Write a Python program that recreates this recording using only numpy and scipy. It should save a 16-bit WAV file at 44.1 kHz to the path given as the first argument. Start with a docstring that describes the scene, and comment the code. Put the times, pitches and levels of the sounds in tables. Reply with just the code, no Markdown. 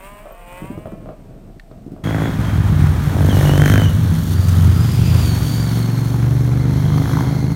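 """A quiet gravel lay-by: two high-revving bikes pull away in the distance and hands bump the camera.
Then, abruptly, a group of motorcycles rides past close by. Each engine is a train of pressure pulses:
uneven V-twin firings excite the pipe resonances (boom) and steepen under throttle (bark and crack).
Meshing gears add modulated tones, tyres and chains broadband noise, and the cutting beside the road
throws the engine sound back as a dull reverberation."""
import sys
import numpy as np
from scipy import signal
from scipy.fft import rfft, irfft
from scipy.io import wavfile
from scipy.ndimage import uniform_filter1d

SR = 44100
rng = np.random.default_rng(int(sys.argv[2]) if len(sys.argv) > 2 else 0)


def materialize(psi):
    """Save the field psi as 16-bit PCM at rate SR to the path in sys.argv[1].

    A 1-D psi becomes a single channel; in a 2-D psi each row is a channel.
    """
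    bounded = np.clip(np.atleast_2d(psi).T, -1, 1)
    quanta = np.round(bounded * 32767).astype(np.int16)
    wavfile.write(sys.argv[1], SR, quanta)


N = 332955
T = np.arange(N) / SR

# firing rate of the leading twin: t/s, f/Hz
LEADER_FIRING = [(2.04, 53.5), (2.25, 54.35), (2.6, 50.73), (3.05, 48.22), (3.28, 50.24), (3.36, 48.12),
                 (3.55, 47.92), (3.7, 50.44), (3.82, 50.3), (4.1, 51), (4.6, 49.5)]
# its exhaust boom when coasting: t/s, level/dB
LEADER_COASTING = [(2.04, -26.5), (2.7, -14.5), (3.1, -27), (3.45, -14.5), (3.85, -18.5), (4.2, -29),
                   (4.6, -28)]
# firing rate of the following twin, which changes up once: t/s, f/Hz
FOLLOWER_FIRING = [(4.65, 46.62), (5.1, 47.25), (5.4, 45.02), (6.1, 47.15), (7.15, 51.26), (7.55, 52.5)]
# spectrum of the bare pressure pulse leaving a pipe: f/Hz, level/dB
BARK_SPECTRUM = [(20, -58), (60, -22), (150, 0), (270, 10), (400, 0.5), (680, -3), (1100, -11.5),
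                 (2000, -30.5), (6000, -69.5)]

PUFF_DECAY_S = 0.0029  # gas following each firing through the tailpipe
WHINE_SWING, WHINE_THROB_DB = .016, 2.2  # each firing jerks the gears: share of the pitch, and level


def undb(db):
    """Amplitude ratio of a level in decibels."""
    return 10 ** (np.asarray(db) / 20)


def unit(x):
    """Normalisation to rms 1."""
    return x / np.sqrt(np.mean(x ** 2) + 1e-18)


def noise():
    """Gaussian white noise."""
    return rng.standard_normal(N)


def curves(table):
    """Linear interpolation of each column over the times in the first."""
    times, *columns = np.transpose(table)
    return [np.interp(T, times, column) for column in columns]


def during(table, fade_s):
    """Trapezoidal envelope: 1 while a table runs, fading out beyond its ends."""
    return np.clip(1 + np.minimum(T - table[0][0], table[-1][0] - T) / fade_s, 0, 1)


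def held(start_s, end_s, rise, fall):
    """Exponential growth and decay (rise, fall in dB/s) around a plateau of 1 from start to end."""
    down_db = rise * np.maximum(start_s - T, 0) + fall * np.maximum(T - end_s, 0)
    return undb(-np.minimum(down_db, 200))


def walk(rate_hz):
    """Random modulation of rms 1: ramps between values drawn at the given rate."""
    step = max(int(SR / rate_hz), 2)
    stairs = np.repeat(rng.standard_normal(N // step + 1), step)[:N]
    return unit(uniform_filter1d(stairs, step))


def colour(x, spectrum, size=8192):
    """Minimum-phase filter of unit energy with the given outline (f/Hz, level/dB)."""
    hz, db = np.transpose(spectrum)
    bins = np.maximum(np.arange(size // 2 + 1) * SR / size, 1)
    magnitude = undb(np.interp(np.log(bins), np.log(hz), db))
    cepstrum = irfft(np.log(magnitude))
    cepstrum[1:size // 2] *= 2  # folding the cepstrum makes the response causal
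    cepstrum[size // 2 + 1:] = 0
    response = irfft(np.exp(rfft(cepstrum)))
    return signal.oaconvolve(x, response / np.linalg.norm(response))[:N]


def ring(x, modes):
    """Superposition of second-order resonances (f/Hz, bandwidth/Hz, level/dB)."""
    return sum(undb(db) * signal.lfilter(*signal.iirpeak(hz, hz / width, fs=SR), x)
               for hz, width, db in modes)


def strikes(times, sizes):
    """Impulses at the given times, each shared between two samples."""
    out, at = np.zeros(N), np.clip(np.asarray(times) * SR, 0, N - 2)
    np.add.at(out, at.astype(int), sizes * (1 - at % 1))
    np.add.at(out, at.astype(int) + 1, sizes * (at % 1))
    return out


def tail(x, decay_s):
    """Exponential decay after every impulse."""
    return signal.lfilter([1], [1, -np.exp(-1 / (decay_s * SR))], x + 1e-18)


def still_air():
    """Ambient noise floor: a faint broadband hiss over a low, wavering drone."""
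    # open-air hiss: f/Hz, level/dB
    hiss_spectrum = [(15, -7), (25, 11), (49, 17), (82, -23), (261, -22), (497, -45), (634, 4),
                     (924, -15.5), (7160, -29.5), (8420, -26), (10400, -34.5), (14400, -29), (15600, -38)]
    # drone: f/Hz, level/dB
    drone_tones = [(32.3, -43)]
    drone = 0
    for hz, db in drone_tones:
        phase = 2 * np.pi * np.cumsum(hz * (1 + 0.024 * walk(7.4))) / SR
        drone += undb(db) * np.sqrt(2) * np.sin(phase)
    return drone + undb(-47.5) * unit(colour(noise(), hiss_spectrum))


def firings(hz, split, jitter_s, scatter_db, fires_s=0, second_db=0):
    """Pulse train of a twin: one cylinder fires in step with fires_s, the other `split` cycles later."""
    cycles = np.cumsum(hz / 2) / SR
    cycles -= np.interp(fires_s, T, cycles) % 1
    marks = (np.arange(1, int(cycles[-1]))[:, None] + np.array([0, split])).ravel()
    chance = rng.standard_normal((len(marks), 2))
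    times = np.interp(marks, cycles, T) + jitter_s * chance[:, 0]
    sizes = undb(scatter_db * chance[:, 1] + np.resize([0, second_db], len(marks)))
    return strikes(times, sizes)


def distant_twin(course, second_db):
    """Two-path interference: a drifting delay makes each overtone of a nasal exhaust waver alone."""
    # exhaust heard from afar: f/Hz, level/dB
    exhaust_spectrum = [(150, -36), (400, 3), (560, 9), (750, 13), (950, 10), (1150, 7), (1400, -3.5),
                        (1700, -3), (2500, 0.5), (3100, -7), (3700, -23), (4500, -31), (8000, -50)]
    # thin hiss above it: f/Hz, level/dB
    hiss_spectrum = [(1200, 1), (2650, -5), (4500, -19), (6380, -21), (7390, -12.5), (8730, -5), (9290, -8),
                     (10300, -19), (13600, -10), (14000, -14), (14900, -8), (15600, -16)]
    hz, db = curves(course)
    wavering_hz = hz * (1 + .0012 * walk(25))
    pulses = firings(wavering_hz, split=.363, jitter_s=.000002, scatter_db=.5, second_db=second_db)
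    second_path = .3 * np.interp(T - .006 - .00025 * walk(9), T, pulses)
    exhaust = unit(colour(pulses + second_path, exhaust_spectrum))
    hiss = undb(-7.5) * unit(colour(noise() * undb(2 * walk(300)), hiss_spectrum))
    return (exhaust + hiss) * undb(db + walk(25)) * during(course, 0.28)


def distant_bikes():
    """Pitch follows firing rate: two high-revving twins with unequal cylinders pull away in turn."""
    # firing rate and loudness of each bike: t/s, f/Hz, level/dB
    first_bike = [(0, 375, -38), (.1, 404.6, -37.5), (.2, 415, -42), (.3, 440, -47), (.4, 475, -47),
                  (.5, 457, -51)]
    second_bike = [(.22, 398, -52.5), (.42, 348, -46), (.52, 353.5, -38.5), (.6, 364, -40),
                   (.8, 415.4, -46.5), (.97, 439.4, -54), (1.12, 412, -58), (1.3, 370, -63)]
    return distant_twin(first_bike, second_db=-1.5) + distant_twin(second_bike, second_db=3.5)


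def handling():
    """Structure-borne sound: impacts on the camera body, each with a rebound, and friction of cloth."""
    # impacts: t/s, relative thump level/dB, relative knock level/dB
    bumps = [(0.257, -53, -31), (0.308, -48, -35.5), (0.619, -26.5, -43), (0.642, -25.5, -42),
             (0.701, -28, -54), (0.776, -23.5, -35), (0.857, -27.5, -26.5), (0.92, -25.5, -34),
             (0.974, -35.5, -53), (1.059, -57, -32), (1.09, -40, -29), (1.27, -42, -60), (1.562, -40, -64),
             (1.713, -40, -37), (1.864, -27.5, -67), (1.919, -23.5, -63), (1.964, -34, -36)]
    # clothing brushing by: start t/s, end t/s, level/dB
    rubs = [(0.746, 1.14, -37.5), (1.27, 1.582, -39), (1.854, 2.04, -38.5)]
    # response to a soft push, a hard contact and sliding cloth: f/Hz, level/dB
    thump_spectrum = [(30, -18), (90, -1), (170, 2), (330, 1), (480, -16), (900, -52), (3000, -51.5)]
    knock_spectrum = [(200, -7.5), (450, 5.5), (630, 15.5), (850, -4), (1250, -0.5), (1700, -17),
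                      (4000, -29), (9000, -77), (15000, -49)]
    cloth_spectrum = [(40, -13), (100, 7), (170, 6.5), (330, -2.5), (480, -7.5), (650, -9), (900, -24),
                      (1300, -25), (2500, -43), (8000, -68)]
    rebound_s, rebound_db, cloth_rest_db = 0.011, -8.5, -49.5
    times, thump_db, knock_db = np.transpose(bumps)
    again = times + rebound_s * rng.uniform(.8, 1.3, len(times))
    push, contact = (strikes(times, undb(db)) + strikes(again, undb(db + rebound_db))
                     for db in (thump_db + 23, knock_db + 22))
    thumps = colour(push + 0.089 * tail(push, 0.0081) * noise(), thump_spectrum)
    knocks = colour(contact + 0.027 * tail(contact, 0.034) * noise(), knock_spectrum)
    cloth = unit(colour(noise() * undb(2.5 * walk(45)), cloth_spectrum))
    pressure = np.max([undb(db) * held(start, end, rise=40, fall=220) for start, end, db in rubs], axis=0)
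    return thumps + knocks + cloth * np.maximum(pressure, undb(cloth_rest_db))


def cheep(hz=14350, db=-49):
    """A tone burst: one tiny, very high chirp, perhaps an insect in the grass."""
    return undb(db) * np.sqrt(2) * np.sin(2 * np.pi * hz * T) * held(.322, .332, rise=9000, fall=9000)


def noise_bursts(impacts, decay_s):
    """Damped transients: each impact (t/s, level/dB) starts noise that decays exponentially."""
    times, db = np.transpose(impacts)
    return tail(strikes(times, undb(db)), decay_s) * noise()


def clicks():
    """Heavily damped impacts: short, bright ticks of equipment."""
    # ticks: t/s, level/dB
    ticks = [(1.597, -32), (1.715, -51)]
    # their timbre: f/Hz, level/dB
    tick_spectrum = [(500, -39), (1400, -2), (1800, 18), (2300, -2), (3500, 0), (4500, 4), (6000, -15),
                     (12000, -21), (15000, -43)]
    return colour(noise_bursts(ticks, decay_s=0.0025), tick_spectrum)


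def boom(pulses, pipe):
    """Pipe resonance: each firing rings the exhaust, and the silencer passes only the bass."""
    # transmission: f/Hz, level/dB
    silencer = [(22, -28), (48, -7), (70, 0), (95, 0), (160, -1), (280, -8), (600, -24), (2000, -45)]
    return -unit(colour(ring(pulses, pipe), silencer))


def crack(pulses, gas, gas_s):
    """Nonlinear steepening, imitated by a filter: a sharp pulse front trailed by a puff of gas."""
    # steepened front: f/Hz, level/dB
    front_spectrum = [(100, -35), (500, -6), (1000, 0), (1700, 1), (2300, -4), (3000, -15), (4200, -20),
                      (6200, -16), (10000, -22), (15000, -23)]
    puffs = gas * unit(tail(pulses, gas_s) * noise())
    return unit(colour(puffs - unit(pulses), front_spectrum))


def throttled_twin(rate, fires_s, boom_db, pipe, bursts):
    """Timbre follows load: a narrow-angle twin booms coasting; throttle adds bark, crack and ring."""
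    opening, shutting = 134, 160  # dB/s
    full_load_s, bark_hold_s = 0.082, 0.023  # before and after the throttle shuts
    throttle_boom_db, coast_bark_db = 7, -46  # relative to the coasting boom
    tailpipe_rolloff = [(2200, 0), (2800, -14), (6000, -26)]  # f/Hz, level/dB
    hz = curves(rate)[0]
    pulses = firings(hz, split=.488, jitter_s=.00003, scatter_db=.6, fires_s=fires_s, second_db=-3.8)
    puffs = unit(tail(pulses, PUFF_DECAY_S) * noise()) - unit(pulses)
    coasting = undb(curves(boom_db)[0])
    bark_gain = coasting * undb(coast_bark_db)
    throttle = crack_gain = tailpipe = 0
    for opens, shuts, bark_db, crack_db, ring_hz, width_hz, ring_db in bursts:
        loaded = shuts - full_load_s
        burst = held(opens, shuts, opening, shutting)
        throttle += burst
        building = held(loaded, shuts, rise=8, fall=0)
        bark_gain += undb(bark_db) * building * held(opens, shuts + bark_hold_s, opening, shutting)
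        crack_gain += undb(crack_db) * held(loaded, shuts, rise=39, fall=shutting)
        ringing = unit(colour(ring(puffs, [(ring_hz, width_hz, 0)]), tailpipe_rolloff))
        tailpipe += undb(ring_db) * burst * held(loaded, shuts, rise=26, fall=0) * ringing
    bass = coasting * undb(throttle_boom_db * throttle) * boom(pulses, pipe)
    bark = -bark_gain * unit(colour(pulses, BARK_SPECTRUM))
    snap = crack_gain * crack(pulses, gas=1.2, gas_s=.0017)
    return (bass + bark + snap + tailpipe) * during(rate, 0.53)


def leader():
    """Pulse-driven pipe resonance: the nearest twin blips its throttle twice as it goes by."""
    # exhaust resonances: f/Hz, bandwidth/Hz, level/dB
    pipe = [(55.4, 9.8, -5), (97.2, 15.3, 3.5), (143.5, 9.6, 0), (277, 45, -26)]
    # throttle: opens t/s, shuts t/s, bark level/dB, crack level/dB, ring f/Hz, bandwidth/Hz, level/dB
    blips = [(2.08, 2.245, -21.5, -43, 1430, 690, -32.5), (3.183, 3.768, -17, -24, 1660, 303, -31)]
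    return throttled_twin(LEADER_FIRING, fires_s=3.4945, boom_db=LEADER_COASTING, pipe=pipe, bursts=blips)


def throb(rate):
    """Sinusoidal modulator with one period for each firing."""
    return np.sin(2 * np.pi * np.cumsum(curves(rate)[0]) / SR)


def whine(hz, partials, rough, flutter_db):
    """Gear-mesh partials (multiple, level/dB), randomly modulated by the engine's uneven turning."""
    phase = 2 * np.pi * np.cumsum(hz * (1 + rough * walk(1000))) / SR
    tone = sum(undb(db) * np.sin(multiple * phase) for multiple, db in partials)
    return tone * undb(-2.5 + flutter_db * walk(200) + .8 * walk(25))


def leader_gears():
    """Frequency and amplitude modulation: the whine comes in spells and throbs with the firings."""
    # mesh pitch, sagging as the drive takes load, then rising and sinking as the bike goes by: t/s, f/Hz
    pitch = [(2.04, 3265), (2.25, 3360), (2.45, 3210), (3.305, 3230), (3.345, 2890), (3.5, 2913),
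             (3.6, 3107), (3.71, 3136), (3.92, 2926)]
    # spells of singing: start t/s, end t/s, level/dB
    spells = [(2.03, 2.14, -38), (2.197, 2.276, -37), (2.44, 2.52, -46), (3.308, 3.312, -26),
              (3.34, 3.38, -34.5), (3.458, 3.562, -33), (3.574, 3.89, -31.5)]
    beat = throb(LEADER_FIRING)
    singing = np.max([undb(db) * held(start, end, rise=700, fall=240) for start, end, db in spells], 0)
    coasting = undb(curves(LEADER_COASTING)[0] - 33.5) * during(pitch, 0.11)
    hz = curves(pitch)[0] * (1 + WHINE_SWING * beat)
    tone = whine(hz, [(1 / 2, -12), (1, 0), (2, -13.5)], rough=.026, flutter_db=3)
    return (singing + coasting) * undb(WHINE_THROB_DB * beat) * tone


def tourer():
    """Even firing gives a harmonic series: a smoother, faster-running, well-muffled engine."""
    # firing rate and loudness: t/s, f/Hz, level/dB
    course = [(2.04, 66.09, -34.5), (3.3, 72, -24.5), (3.9, 74.4, -31.5), (4.3, 77.42, -28.5),
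              (4.7, 80.96, -28.5), (5.22, 79.97, -23.5), (5.7, 67.78, -29.5), (6.45, 70.65, -22),
              (6.6, 67.64, -23), (7.55, 69.67, -22.5)]
    # exhaust resonances: f/Hz, bandwidth/Hz, level/dB
    pipe = [(89.5, 20, -31), (148, 63, 5.5), (265, 70, 1), (310, 5.1, -22), (385, 15, -11.5),
            (444, 28, -11.5)]
    silencer = [(30, -19.5), (70, 10), (350, -2.0), (700, -9.5), (2000, -12.5)]  # f/Hz, level/dB
    hz, db = curves(course)
    pulses = firings(hz, split=.5, jitter_s=.0001, scatter_db=.6)
    return undb(db) * unit(colour(ring(pulses, pipe), silencer))


def tyres():
    """Rolling noise: a broadband roar that swells a little and slowly fades."""
    # loudness of the roar: t/s, level/dB
    loudness = [(2.04, -31), (2.3, -30), (2.5, -28), (3.15, -29), (3.45, -28.5), (3.95, -32), (4.6, -32.5),
                (5.2, -32), (6.2, -33), (7.55, -33)]
    # its timbre: f/Hz, level/dB
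    roar_spectrum = [(40, -29), (120, 9), (300, 7), (450, -1), (750, 0), (1100, -0.5), (1500, -1),
                     (2200, -8), (2800, -14.5), (3600, -15), (5000, -21), (15000, -28.5)]
    roar = unit(colour(noise() * undb(1.2 * walk(150)), roar_spectrum))
    return roar * undb(curves(loudness)[0] + walk(10))


def clatter(steady_db=-50):
    """Inverse-square law: the fine hiss of chains and valve gear swells with each passing bike."""
    # passes: closest t/s, half-power time/s, level/dB
    passes = [(3.45, 0.13, -33.5), (3.69, 0.044, -32), (4.45, 0.37, -39), (5.351, 0.35, -34),
              (7.14, 0.11, -37.5)]
    # chains and valve gear: f/Hz, level/dB
    hiss_spectrum = [(1760, -28), (3000, 2.5), (3190, 5), (4040, 1.5), (4510, 2.5), (4700, -18), (5180, -1),
                     (6370, 0.5), (7890, -6), (9320, 0.5), (10400, -8), (11100, -3.5), (12600, -2),
                     (15100, -4), (15600, -4.5)]
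    passing_power = sum(undb(db) ** 2 / (1 + ((T - at) / half_s) ** 2) for at, half_s, db in passes)
    hiss = unit(colour(noise() * undb(1.63 * walk(400)), hiss_spectrum))
    return hiss * np.sqrt(undb(steady_db) ** 2 + passing_power) * undb(0.86 * walk(20))


def cutting_echo(x, t60_s, wet_db):
    """Diffuse reverberation: dull, scattered reflections from the cutting, starting after 15 ms."""
    reflection = [(50, -1.5), (400, -10.5), (2000, -9.5), (10000, -31.0)]  # f/Hz, level/dB
    scatter = noise() * np.exp(-np.log(1000) * T / t60_s) * (T > .015)
    response = colour(scatter, reflection)[:SR]
    return x + undb(wet_db) * signal.fftconvolve(x, response / np.linalg.norm(response))[:N]


def pack(count=2, firing_hz=43):
    """Beating: more twins on a trailing throttle fire raggedly and drift against each other."""
    pipe = [(90, 20, 0), (125, 35, -3), (165, 40, -8)]  # f/Hz, bandwidth/Hz, level/dB
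    pulses = sum(firings(firing_hz * (1 + .03 * walk(1)), split=0.4103, jitter_s=0.00024, scatter_db=4)
                 for _ in range(count))
    return undb(-18) * held(2.54, 5.28, rise=11, fall=45) * boom(pulses, pipe)


def coaster():
    """Uneven firing adds half-order harmonics: a twin burbles past off the throttle, slowing a little."""
    # firing rate and loudness: t/s, f/Hz, level/dB
    course = [(3.85, 46.9, -20), (4.05, 46.55, -15), (4.35, 45.44, -18.5), (4.65, 44.2, -16.5),
              (4.76, 44, -30)]
    # exhaust resonances: f/Hz, bandwidth/Hz, level/dB
    pipe = [(90.8, 15, 9), (136, 23, -12), (160.7, 7.7, -6), (230, 25, -20)]
    hz, db = curves(course)
    pulses = firings(hz, split=.4375, jitter_s=.0001, scatter_db=1.5)
    return undb(db) * boom(pulses, pipe) * during(course, 0.12)


def follower_gears():
    """Mesh frequency follows shaft speed: a higher, throbbing whine dips at the gear change and sinks."""
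    # whine: t/s, f/Hz, level/dB, roughness as a share of the pitch
    course = [(4.36, 4640, -43, 0.021), (4.47, 4730, -38, 0.013), (4.63, 4800, -51, 0.034),
              (4.8, 4904, -37, 0.029), (5.05, 4800, -36, 0.044), (5.16, 4825, -33, 0.029),
              (5.23, 4700, -29, 0.023), (5.35, 4350, -31.5, 0.017), (5.41, 4665, -40, 0.017),
              (5.5, 4510, -32, 0.019), (5.62, 4640, -31.5, .016), (5.72, 4390, -37, 0.035),
              (5.9, 4344, -37.5, 0.031), (6.3, 4266, -51, 0.046), (6.7, 4110, -41.5, 0.053),
              (7.55, 4230, -39.5, 0.051)]
    hz, db, rough = curves(course)
    beat = throb(FOLLOWER_FIRING)
    shaft_db = np.interp(T, [5.4, 6.4], [-15.5, 2.5])  # the octave below carries further up the road
    partials = [(1 / 2, shaft_db), (1, -1), (3 / 2, -10), (2, -12)]
    tone = whine(hz * (1 + WHINE_SWING / 2 * beat), partials, rough=rough, flutter_db=2.2)
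    return tone * undb(db + WHINE_THROB_DB * beat) * during(course, 0.31)


def stones():
    """Impact noise: the gritty snap of stones flicked by tyres."""
    # flicks: t/s, level/dB
    flicks = [(4.485, -25), (4.643, -32)]
    # their timbre: f/Hz, level/dB
    snap_spectrum = [(400, -19), (1200, 6), (3000, -5), (6000, -2), (14000, -10)]
    return colour(noise_bursts(flicks, decay_s=0.0084) * undb(4.4 * walk(540)), snap_spectrum)


def engine_bands():
    """Randomly driven resonance: narrow bands of engine noise go by, an intake honk, a chain rattle and a faint
    whistle."""
    # bands: start t/s, end t/s, f/Hz, bandwidth/Hz, level/dB
    spells = [(4.65, 4.817, 1310, 200, -37.5), (5.102, 5.195, 2630, 500, -38.5),
              (6.9, 7.268, 3270, 220, -41)]
    sound = 0
    for start, end, hz, width, db in spells:
        shaking = noise() * undb(1.7 * walk(440))
        sound += undb(db) * held(start, end, rise=40, fall=70) * unit(ring(shaking, [(hz, width, 0)]))
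    return sound


def follower():
    """Unequal firing intervals: a right-angle twin lopes along, gas puffs ringing its tailpipe."""
    # exhaust and tailpipe resonances: f/Hz, bandwidth/Hz, level/dB
    pipe = [(68, 13, -2.5), (118.3, 38, -1), (143.2, 28, 4.5), (196.4, 10, -9), (256, 93, -4.5),
            (371, 16.1, -6), (454, 27, -5.5)]
    tailpipe = [(800, 220, 2.5), (2130, 240, -6.5)]
    pulses = firings(curves(FOLLOWER_FIRING)[0], split=.378, jitter_s=.00009, scatter_db=1.3)
    putter = undb(-27) * unit(ring(tail(pulses, PUFF_DECAY_S) * noise(), tailpipe))
    bark = -undb(-21) * unit(colour(pulses, BARK_SPECTRUM))
    snap = undb(-29) * crack(pulses, gas=1.6, gas_s=.002)
    level_db = -17 + 0.5 * (T - FOLLOWER_FIRING[0][0])  # grows slightly louder
    return undb(level_db) * (boom(pulses, pipe) + bark + snap + putter) * during(FOLLOWER_FIRING, 0.053)


def road_mirror(x, lag_s=.000178):
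    """Comb filtering: once the bikes are far off, the reflection from the road hollows out the treble."""
    share = .36 * np.interp(T, [5.46, 7.1], [0, 1])
    return (x + share * np.interp(T - lag_s, T, x)) / (1 + share)


def climber():
    """Load brightens the spectrum: a twin further up the road gives one rasping burst of throttle."""
    # firing rate: t/s, f/Hz
    rate = [(6.4, 48), (6.8, 50.2), (6.92, 51.2), (7.0, 51.6), (7.08, 53), (7.2, 53.7), (7.55, 53.7)]
    # boom when coasting: t/s, level/dB
    coasting = [(6.4, -22.5), (7.05, -29.5), (7.55, -28)]
    # exhaust resonances: f/Hz, bandwidth/Hz, level/dB
    pipe = [(54, 12, -11), (104.1, 21, 5), (154, 19.7, -1.5), (264, 67, -6.5)]
    # throttle: opens t/s, shuts t/s, bark level/dB, crack level/dB, ring f/Hz, bandwidth/Hz, level/dB
    bursts = [(6.86, 7.208, -28, -38, 930, 450, -29)]
    return throttled_twin(rate, fires_s=7.1705, boom_db=coasting, pipe=pipe, bursts=bursts)


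def scene(arrival_s=2.036):
    """Superposition of the sources: the quiet lay-by gives way at once to the passing group."""
    engines = leader() + coaster() + follower() + climber() + tourer() + pack()
    echoing = cutting_echo(engines, t60_s=0.49, wet_db=-16.5)
    group = road_mirror(echoing + leader_gears() + follower_gears() + tyres() + clatter() + engine_bands())
    arrived = np.clip((T - arrival_s) / 0.0048, 0, 1)
    quiet = distant_bikes() + handling() + cheep()
    return (arrived * group + (1 - arrived) * quiet + still_air() + clicks() + stones())[None]


def record(dry, ceiling=.95, top_hz=15800):
    """Soft saturation rounds the highest peaks; a steep low-pass cuts the top."""
    rounded = dry / (1 + (dry / ceiling) ** 6) ** (1 / 6)
    return signal.sosfilt(signal.ellip(12, .2, 90, top_hz, fs=SR, output="sos"), rounded)


dry = scene()
out = record(dry)
materialize(out)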